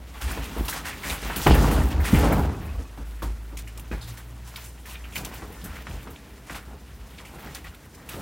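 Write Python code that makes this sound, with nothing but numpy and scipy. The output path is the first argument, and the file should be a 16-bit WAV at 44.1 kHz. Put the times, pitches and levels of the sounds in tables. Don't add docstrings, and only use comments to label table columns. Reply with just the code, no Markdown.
import sys
import numpy as np
from scipy import signal
from scipy.io import wavfile
from scipy.ndimage import uniform_filter1d

SR = 44100
rng = np.random.default_rng(int(sys.argv[2]) if len(sys.argv) > 2 else 0)


def store_wav(level_fs):
    pcm = np.round(np.clip(np.atleast_2d(level_fs), -1, 1) * 32767)
    wavfile.write(sys.argv[1], SR, pcm.T.astype(np.int16))


N = 362061


def from_db(db):
    return 10 ** (np.asarray(db) / 20)


def rms_one(x):
    return x / np.sqrt(np.mean(x ** 2) + 1e-20)


def in_time(rows):
    s, *columns = np.transpose(rows)
    return [np.interp(np.arange(N) / SR, s, c) for c in columns]


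def drift(rate_hz):
    r = np.exp(-80 * np.pi * rate_hz / SR)
    noise = rng.standard_normal(N // 40 + 2002)
    slow = signal.lfilter([1], [1, -2 * r, r * r], noise)[2000:]
    return np.interp(np.arange(N) / 40, np.arange(len(slow)), rms_one(slow))


def resonate(x, hz, width_hz):
    r = np.exp(-np.pi * width_hz / SR)
    zeros = np.array([1, 0, -1]) * (1 - r * r) / 2
    poles = [1, -2 * r * np.cos(2 * np.pi * hz / SR), r * r]
    return signal.lfilter(zeros, poles, x)


def body(x, modes):
    return sum((-1) ** k * from_db(db) * resonate(x, hz, width)
               for k, (hz, width, db) in enumerate(modes))


def cut(x, hz, kind):
    hz = np.clip(hz, 20, .45 * SR)
    return signal.sosfilt(signal.butter(2, hz, kind, fs=SR, output="sos"), x)


def grains(per_s, spread_db):
    sizes = from_db(spread_db * np.minimum(rng.exponential(1, N), 5))
    signed = sizes * rng.choice([-1, 1], N)
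    return rms_one(signed * (rng.random(N) < per_s / SR) + 1e-18)


def evened(x, span_s):
    power = uniform_filter1d(x ** 2, round(span_s * SR))
    return rms_one(x / (power + 1e-3) ** 0.12)


def add(out, s, sound):
    i = round(s * SR)
    out[i:i + len(sound)] += sound[:N - i]


SLOW_START = 0.14


def swells(steady_db, start_s, held_s, peak_db, min_rise_s, fade_db_per_s):
    power, t = from_db(2 * steady_db), np.arange(SR) / SR
    for s, hold, db in zip(start_s, held_s, peak_db):
        rise = np.minimum(t / (min_rise_s + SLOW_START * hold), 1)
        fade_db = fade_db_per_s * np.maximum(t - min_rise_s - hold, 0)
        add(power, s, (rise * from_db(db - fade_db)) ** 2)
    return np.sqrt(power)


# (f/Hz, relative level per Hz/dB)
AIR_SPECTRUM = [(15, -36), (25, -24), (48, -12.5), (70, -3.5), (108, -6.5), (363, -16), (1520, -36),
                (5430, -36.5), (14800, -38.5), (16000, -40)]
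AIR_RMS_DB = -50


def air():
    out, edges_hz, table = 0, 22 * 2 ** np.arange(0, 9.6, .5), np.array(AIR_SPECTRUM)
    white = rng.standard_normal((2, N))
    for k, (low, high) in enumerate(zip(edges_hz, edges_hz[1:])):
        bandpass = signal.butter(2, [low, high], "band", fs=SR, output="sos")
        band = signal.sosfilt(bandpass, white[k % 2])
        db = np.interp(np.log(low * high) / 2, np.log(table[:, 0]), table[:, 1])
        out = out + from_db(db + 0.19 * drift(15)) * band
    return from_db(AIR_RMS_DB) * rms_one(out)


# (t/s, firing f/Hz, first-order rms level/dB, second-order rms level/dB)
ENGINE_ORDERS = [(0, 61.2, -39, -75), (2.5, 50.76, -78, -37.5), (2.95, 52.56, -36.5, -61),
                 (3.4, 53.94, -33, -52.5), (4.1, 57.65, -39, -46), (4.6, 59.57, -42, -51.5),
                 (5.2, 59.05, -41, -63), (6.0, 60.5, -45.5, -51), (7.0, 61.67, -45.5, -110),
                 (8.21, 61.9, -63, -69)]


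def engine():
    hz, first_db, second_db = in_time(ENGINE_ORDERS)
    phase = 2 * np.pi * np.cumsum(hz * (1 + .007 * drift(4))) / SR
    first = from_db(first_db + 1.5 * drift(4)) * np.sin(phase)
    second = from_db(second_db + 3 * drift(9)) * np.sin(2 * phase)
    return np.sqrt(2) * (first + second)


# (t/s, length/s, start f/Hz, end f/Hz, peak level/dB)
CREAK_GLIDES = [(5.522, 0.13, 1850, 1710, -54), (5.65, 0.044, 1630, 1950, -54)]


def creaks():
    out, waver = np.zeros(N), drift(3.3)
    for s, length_s, start_hz, end_hz, db in CREAK_GLIDES:
        hz = np.linspace(start_hz, end_hz, round(length_s * SR))
        hz = hz * (1 + 0.015 * waver[round(s * SR):][:len(hz)])
        tone = np.sin(2 * np.pi * np.cumsum(hz) / SR)
        add(out, s, from_db(db) * np.sqrt(np.hanning(len(hz))) * tone)
    return out


# (t/s, level/dB)
RATTLE_TOUCHES = [(2.547, -41), (2.651, -45), (2.691, -41), (2.752, -47), (2.854, -44)]
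# (f/Hz, relative level/dB, t60/s)
METAL_MODES = [(2550, -4.5, 0.09), (1680, -13, 0.065), (1140, -1, 0.063)]


def rattles():
    out, t = np.zeros(N), np.arange(SR // 5) / SR
    chance = rng.standard_normal((len(RATTLE_TOUCHES), len(METAL_MODES)))
    for (s, db), lucks in zip(RATTLE_TOUCHES, chance):
        for (hz, mode_db, t60), luck in zip(METAL_MODES, lucks):
            decay = from_db(db + mode_db + 1.7 * luck - 60 * t / t60)
            add(out, s, decay * np.sin(2 * np.pi * hz * t))
    return out


# (t/s, level/dB before a common -13 dB, f/Hz, t60/s, crackle over wood/dB)
SNAP_EVENTS = [(0.312, -11.5, 1400, 0.061, -1), (0.596, -27, 3210, 0.09, -3), (0.65, -21, 3820, 0.096, 9),
               (0.682, -7, 2950, 0.044, -8), (0.727, -12, 1510, 0.043, -15), (0.929, -17, 1880, 0.17, -21),
               (1.035, -13, 1900, 0.056, -5), (1.098, -9.5, 2540, 0.089, -10), (1.236, -17, 2470, 0.1, -12),
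               (1.3034, -8, 1450, 0.047, -29), (1.36, -11.5, 2900, 0.1, 11), (1.416, -10, 3040, 0.055, -3),
               (1.447, -12, 3370, 0.046, -18), (1.4674, 4, 1800, 0.069, -14), (1.507, -7, 2930, 0.21, -16),
               (1.5395, -6, 1680, 0.19, 0.5), (1.636, -6, 970, 0.12, -25), (1.7113, -11, 1850, 0.12, 0),
               (2.001, -16.5, 1730, 0.13, -1), (2.052, -7.5, 1960, 0.1, 0), (2.147, -6, 2200, 0.12, -14),
               (2.185, -8.5, 1680, 0.056, -0.5), (2.241, -6, 855, 0.1, -7), (2.3218, -7.5, 1400, 0.1, -1),
               (3.2204, -18, 1060, 0.07, -10), (3.5703, -21, 2230, 0.056, 7), (3.588, -18, 2180, 0.052, 3),
               (3.673, -24.5, 2250, 0.097, 2.5), (3.775, -27, 2450, 0.023, 11.5),
               (3.782, -27.5, 800, 0.068, 0), (3.795, -23, 2450, 0.051, 5), (3.9148, -17, 1670, 0.17, -18),
               (4.0118, -23, 3640, 0.34, 0.5), (4.173, -30, 1750, 0.1, 8), (4.3, -47, 1510, 0.057, 14),
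               (4.5593, -11.5, 3300, 0.055, -4), (4.561, -19, 2200, 0.074, -20),
               (4.639, -36.5, 1600, 0.33, 17), (4.855, -21, 1890, 0.079, -2), (4.909, -23, 2720, 0.12, -2),
               (4.953, -19.5, 2380, 0.071, -23), (5.041, -22.5, 2300, 0.08, -49),
               (5.1226, -24.5, 2434, 0.39, 0), (5.1572, -9.5, 2390, 0.021, -18),
               (5.1635, -7, 2270, 0.048, -25), (5.18, -14.5, 4600, 0.048, -1), (5.2481, -14, 2300, 0.02, 7),
               (5.2593, -19, 3450, 0.015, -4), (5.3386, -29.5, 2550, 0.12, 11),
               (5.521, -32, 1773, 0.072, 7), (5.6152, -24.5, 3170, 0.13, -11),
               (5.6395, -28.5, 1625, 0.15, 16), (5.7676, -21, 2200, 0.06, -20),
               (5.91, -23.5, 2400, 0.036, -20), (6.031, -30, 2380, 0.036, -7),
               (6.102, -41, 2400, 0.12, 20.5), (6.1599, -23.5, 2490, 0.044, -24),
               (6.499, -16.5, 1590, 0.042, -27), (6.5455, -16, 2220, 0.04, -19),
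               (7.1085, -33, 2780, 0.041, -9), (7.183, -22.5, 3170, 0.036, -20),
               (7.187, -21.5, 2000, 0.085, -26), (7.2493, -24, 2250, 0.23, -1),
               (7.447, -23, 1500, 0.033, -3), (7.472, -20, 1500, 0.027, -4), (7.548, -16.5, 3830, 0.023, 4),
               (7.643, -22, 1920, 0.075, -6), (7.7462, -29, 2370, 0.04, 3), (7.8532, -42, 1510, 0.052, 12),
               (7.945, -36, 1810, 0.056, 10), (8.089, -19.5, 2440, 0.05, 6.5)]
SNAP_TRIM_DB, CRACKLE_RISE_S = -13, .003


def snaps():
    out, t = np.zeros(N), np.arange(SR // 5) / SR
    colours = rng.uniform([5500, 1.3], [20000, 1.7], (len(SNAP_EVENTS), 2))
    noises = rng.standard_normal((len(SNAP_EVENTS), 2, SR // 5))
    for (s, db, hz, t60, crackle_db), noise, (crackle_hz, upper) in zip(SNAP_EVENTS, noises, colours):
        fibres = noise * np.abs(noise) / 2 * from_db(-60 * t / t60)
        wood, crackle = fibres + 4 * (t == 0)
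        lower_mode = resonate(wood, hz, 0.2 * hz)
        wood = lower_mode - from_db(-6) * resonate(wood, upper * hz, 0.25 * hz)
        crackle = cut(crackle * (1 - np.exp(-t / CRACKLE_RISE_S)), 2300, "high")
        crackle = resonate(crackle, crackle_hz, 7500)
        burst = wood / np.abs(wood).max() + from_db(crackle_db) * crackle / np.abs(crackle).max()
        add(out, s, from_db(db + SNAP_TRIM_DB) * burst)
    return out


# (t/s, floor rumble level/dB, bark scrape level/dB); also drives rolling()
WORK_LEVELS = [(0, -49.5, -57.5), (0.18, -57.5, -50.5), (0.3, -39.5, -41), (1.0, -44.5, -43),
               (1.45, -43, -37.5), (1.475, -19.5, -33), (1.76, -23.5, -35), (1.99, -35.5, -50.5),
               (2.12, -31, -36), (2.16, -23, -30.5), (2.33, -21.5, -40), (2.55, -35, -50), (2.93, -56, -54),
               (4.8, -56, -55.5), (5.3, -46.5, -49.5), (6.1, -50, -54), (6.9, -57.5, -56),
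               (7.45, -48.5, -50), (7.9, -55, -58), (8.21, -42.5, -47.5)]
# (t/s, held/s, scrape level/dB, hiss over scrape/dB)
RUB_EVENTS = [(0.13, 0.044, -47.5, -5), (0.204, 0.023, -37, -2), (0.27, 0.035, -36, -5),
              (0.678, 0.0041, -34.5, 3), (0.72, 0.045, -35.5, -2.5), (0.845, 0.033, -32.5, -5.5),
              (1.02, 0.11, -36, -5), (1.089, 0.016, -37.5, 4.5), (1.21, 0.016, -49, 7.5),
              (1.251, 0.021, -35.5, -19), (1.303, 0.014, -51, -24), (1.362, 0.13, -42, 8.5),
              (1.9, 0.017, -37.5, -8), (2.0, 0.037, -46.5, -1), (2.034, 0.057, -34.5, -3.5),
              (2.26, 0.061, -48, -3), (2.68, 0.028, -54, -15), (3.218, 0.0087, -41.5, 2.5),
              (3.57, 0.021, -53.5, 3.5), (3.912, 0.021, -51, 2), (4.065, 0.032, -48, 3),
              (4.168, 0.0051, -45.5, 1.5), (4.449, 0.14, -52.5, 2), (4.559, 0.06, -47.5, -0.5),
              (4.85, 0.087, -48, 1.5), (5.148, 0.02, -39, 3.5), (5.248, 0.0075, -46, 4),
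              (5.31, 0.079, -52, -2), (5.631, 0.13, -47.5, -10), (5.739, 0.073, -47, -8),
              (5.869, 0.15, -52.5, -1), (6.463, 0.013, -47.5, -4.5), (6.497, 0.026, -44, -3.5),
              (6.544, 0.011, -37.5, -4.5), (7.18, 0.014, -48, -14), (7.372, 0.13, -50, -3),
              (7.543, 0.006, -42, -1), (7.64, 0.025, -44.5, -14), (8.085, 0.055, -43.5, -1)]
# (f/Hz, width/Hz, relative level/dB)
SCRAPE_MODES = [(720, 380, 7), (1000, 360, 7.5), (1400, 350, 8), (1850, 420, 7.5), (2300, 590, -0.5),
                (2650, 910, 3.5), (3380, 550, -2.5)]
GRIT_EDGES_HZ = [3820, 4760, 8500, 11100, 17600]
HISS_OVER_SCRAPE_DB = -4.5
CHIPS_PER_S, CHIPS_DB = 81, -12
PATCHY_DB = 3
RUB_MIN_RISE_S, RUB_FADE_DB_PER_S = .008, 282


def dragging():
    work_db = in_time(WORK_LEVELS)[1]
    s, hold, scrape_db, hiss_db = np.transpose(RUB_EVENTS)
    clumps = drift(19)
    grit = grains(9000., spread_db=2.0) + from_db(CHIPS_DB) * grains(150., spread_db=4.0)
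    slips = grains(3500., spread_db=2.0) + from_db(CHIPS_DB) * grains(CHIPS_PER_S, spread_db=4.5)

    scrape = 0
    for k, (hz, width, db) in enumerate(SCRAPE_MODES):
        contacts = np.roll(slips, k * N // 8)
        swell = from_db(db + PATCHY_DB * drift(14.5))
        scrape = scrape + (-1) ** k * swell * resonate(contacts, hz, width)
    scrape = evened(rms_one(cut(scrape, 5300, "low")), 0.086)

    hiss = 0
    for low, high in zip(GRIT_EDGES_HZ, GRIT_EDGES_HZ[1:]):
        patches = from_db(1.0 * clumps + 2.8 * drift(9.9))
        hiss = hiss + patches * cut(cut(grit, low, "high"), high, "low")
    hiss = evened(rms_one(hiss), 0.12)

    shape = RUB_MIN_RISE_S, RUB_FADE_DB_PER_S
    hiss = hiss * swells(work_db + HISS_OVER_SCRAPE_DB, s, hold, scrape_db + hiss_db, *shape)
    return hiss + scrape * swells(work_db, s, hold, scrape_db, *shape)


# (t/s, held/s, boom level/dB, rumble level/dB)
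LURCH_EVENTS = [(0.13, 0.05, -44, -67), (0.21, 0.022, -25.5, -46), (0.27, 0.035, -33, -42),
                (0.36, 0.037, -29.5, -45), (0.565, 0.035, -27, -35), (1.05, 0.071, -34.5, -37),
                (1.22, 0.035, -34, -38), (1.36, 0.033, -33, -31.5), (1.46, 0.0082, -10, -10.5),
                (1.72, 0.1, -18, -47), (1.919, 0.059, -17, -35.5), (2.13, 0.017, -12.5, -27),
                (2.22, 0.022, -33, -36), (2.36, 0.077, -19, -30), (2.55, 0.23, -30.5, -58),
                (2.971, 0.035, -38, -41), (3.221, 0.035, -25.5, -36.5), (3.52, 0.016, -42, -45),
                (3.76, 0.058, -49, -47), (3.909, 0.03, -30, -33.5), (5.151, 0.11, -47, -40),
                (5.39, 0.071, -38, -44), (5.638, 0.044, -38, -59), (5.87, 0.074, -31, -44),
                (6.05, 0.049, -41, -43), (6.489, 0.074, -46, -43), (6.669, 0.076, -49, -44),
                (6.9, .12, -44, -71), (7.44, 0.04, -53, -39.5), (7.6, 0.059, -39, -62),
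                (8.13, 0.1, -44, -42)]
# (f/Hz, width/Hz, relative level/dB); also rung by thuds()
DRUM_MODES = [(41, 3.1, -27), (51.56, 2.66, 8.5), (67.9, 8.6, 0), (80.5, 12.2, -4.5)]
# (f/Hz, width/Hz, relative level/dB); also rung by thuds()
PLANK_MODES = [(108, 15, -10), (146, 57.5, 9), (191.3, 27, -6), (275, 3.5, 7), (315, 56, 3), (393, 70, 1.5),
               (500, 76, -8), (602, 320, -5), (799, 110, -8.5), (940, 360, -16.5), (1450, 650, -14.5)]
BOOM_OVER_RUMBLE_DB = 2
BOOM_MIN_RISE_S, BOOM_FADE_DB_PER_S = 0.031, 230
RUMBLE_MIN_RISE_S, RUMBLE_FADE_DB_PER_S = 0.0035, 281


def rolling():
    work_db = in_time(WORK_LEVELS)[0]
    s, hold, boom_db, rumble_db = np.transpose(LURCH_EVENTS)
    boom = evened(rms_one(body(grains(300., spread_db=1.5), DRUM_MODES)), 0.056)
    knocks = grains(4000., spread_db=1.5) + from_db(-7) * grains(50., spread_db=4.0)
    rumble = sum(from_db(1.5 * drift(9.0)) * body(knocks, PLANK_MODES[k::3]) for k in range(3))
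    rumble = evened(rms_one(rumble), 0.0224)
    boom_gain = swells(work_db + BOOM_OVER_RUMBLE_DB, s, hold, boom_db,
                       BOOM_MIN_RISE_S, BOOM_FADE_DB_PER_S)
    rumble_gain = swells(work_db, s, hold, rumble_db, RUMBLE_MIN_RISE_S, RUMBLE_FADE_DB_PER_S)
    return boom * boom_gain + rumble * rumble_gain


# (t/s, direct contact level/dB, judder cutoff f/Hz, judder t60/s,
# judder level/dB before a common +10 dB); the contact pulse peaks at 0.75 f
THUD_EVENTS = [(0.375, -33.5, 800, 0.081, -4.5), (0.564, -29.5, 500, 0.088, -5.5),
               (0.606, -21.5, 327, 0.05, -15), (1.299, -22, 1240, 0.3, -20), (1.465, -17.5, 1350, 0.1, -5),
               (1.485, -8, 70, 0.1, -35), (1.616, -22, 400, 0.08, -8), (1.724, -16, 400, 0.063, -10.5),
               (2.129, 1.5, 197, 0.17, -40), (2.153, -10, 78.5, 0.1, -35), (2.232, -14.5, 500, 0.39, -13),
               (2.309, -19, 397, 0.12, -8), (2.789, -33.5, 397, 0.19, -10.5), (2.975, -35, 830, 0.08, -11),
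               (3.221, -37, 1010, 0.17, -6), (3.258, -30, 59.5, 0.1, -28), (3.523, -44, 710, 0.13, -9),
               (3.912, -25, 400, 0.17, -30), (3.9144, -45.5, 2190, 0.67, -8), (5.16, -37, 890, 0.19, -30),
               (5.314, -42, 1100, 0.33, -7.5), (5.42, -38, 1090, 0.13, -6), (5.502, -37, 411, 0.13, -12.5),
               (5.636, -29, 192, 0.2, -15), (5.869, -22.5, 2010, 0.13, -24.5),
               (6.072, -36, 1450, 0.23, -15), (6.497, -26, 1836, 0.1, -17.5),
               (7.337, -45.5, 623, 0.44, -7.5), (8.141, -42, 602, 0.73, -5)]
JUDDER_TRIM_DB = 10.0


def thuds():
    push, t = np.zeros(N), np.arange(SR // 2) / SR
    noises = rng.standard_normal((len(THUD_EVENTS), SR // 2))
    for (s, db, hz, t60, judder_db), noise in zip(THUD_EVENTS, noises):
        u = (np.pi * (.75 * hz * t - .8)) ** 2
        contact = (1 - 2 * u) * np.exp(-u)
        judder = rms_one(cut(cut(noise, hz, "low"), 61, "high"))
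        judder = judder * from_db(judder_db + JUDDER_TRIM_DB - 60 * t / t60)
        add(push, s, from_db(db) * (contact + judder))
    planks = from_db(-8) * body(push, PLANK_MODES)
    drum = from_db(2.5) * body(push, DRUM_MODES)
    return push + planks + drum


BOX_T60_S, BOX_CUT_HZ, BOX_DB = .3, 5000, -19


def box(x):
    out, dull = np.zeros(N), np.exp(-2 * np.pi * BOX_CUT_HZ / SR)
    lags = (rng.uniform(.013, .036, 8) * SR).astype(int)
    for k, lag in enumerate(lags):
        loop, gain, state = x.copy(), from_db(-60 * lag / SR / BOX_T60_S), [0.]
        for i in range(lag, N, lag):
            back, state = signal.lfilter([gain * (1 - dull)], [1, -dull], loop[i - lag:i], zi=state)
            loop[i:i + lag] += back[:N - i]
        out += (loop - x) * (-1) ** k
    return out


def scene():
    hits = thuds() + snaps() + rattles()
    echoes = from_db(BOX_DB) * box(hits)
    mix = hits + echoes + rolling() + dragging() + creaks() + engine() + air()
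    return np.array([mix, mix])


# (t/s, level/dB)
TREBLE_WIDTH = [(0, -51), (3.5, -46), (3.8, -13), (5.6, -9), (6.8, -18), (8.21, -19)]
CUTOFF_HZ = 15900


def record(dry):
    mid = .75 * np.tanh(cut(dry.mean(axis=0), 41, "high") / .75)
    smear = rng.standard_normal(200) / np.sqrt(200)
    treble = signal.sosfilt(signal.cheby2(8, 60, 3600, "high", fs=SR, output="sos"), mid)
    width = from_db(in_time(TREBLE_WIDTH)[0] + 7.1 * drift(8.3))
    side = width * np.convolve(treble, smear)[:N]
    top_cut = signal.ellip(12, .5, 75, CUTOFF_HZ, fs=SR, output="sos")
    return signal.sosfilt(top_cut, [mid + side, mid - side])


dry = scene()
out = record(dry)
store_wav(out)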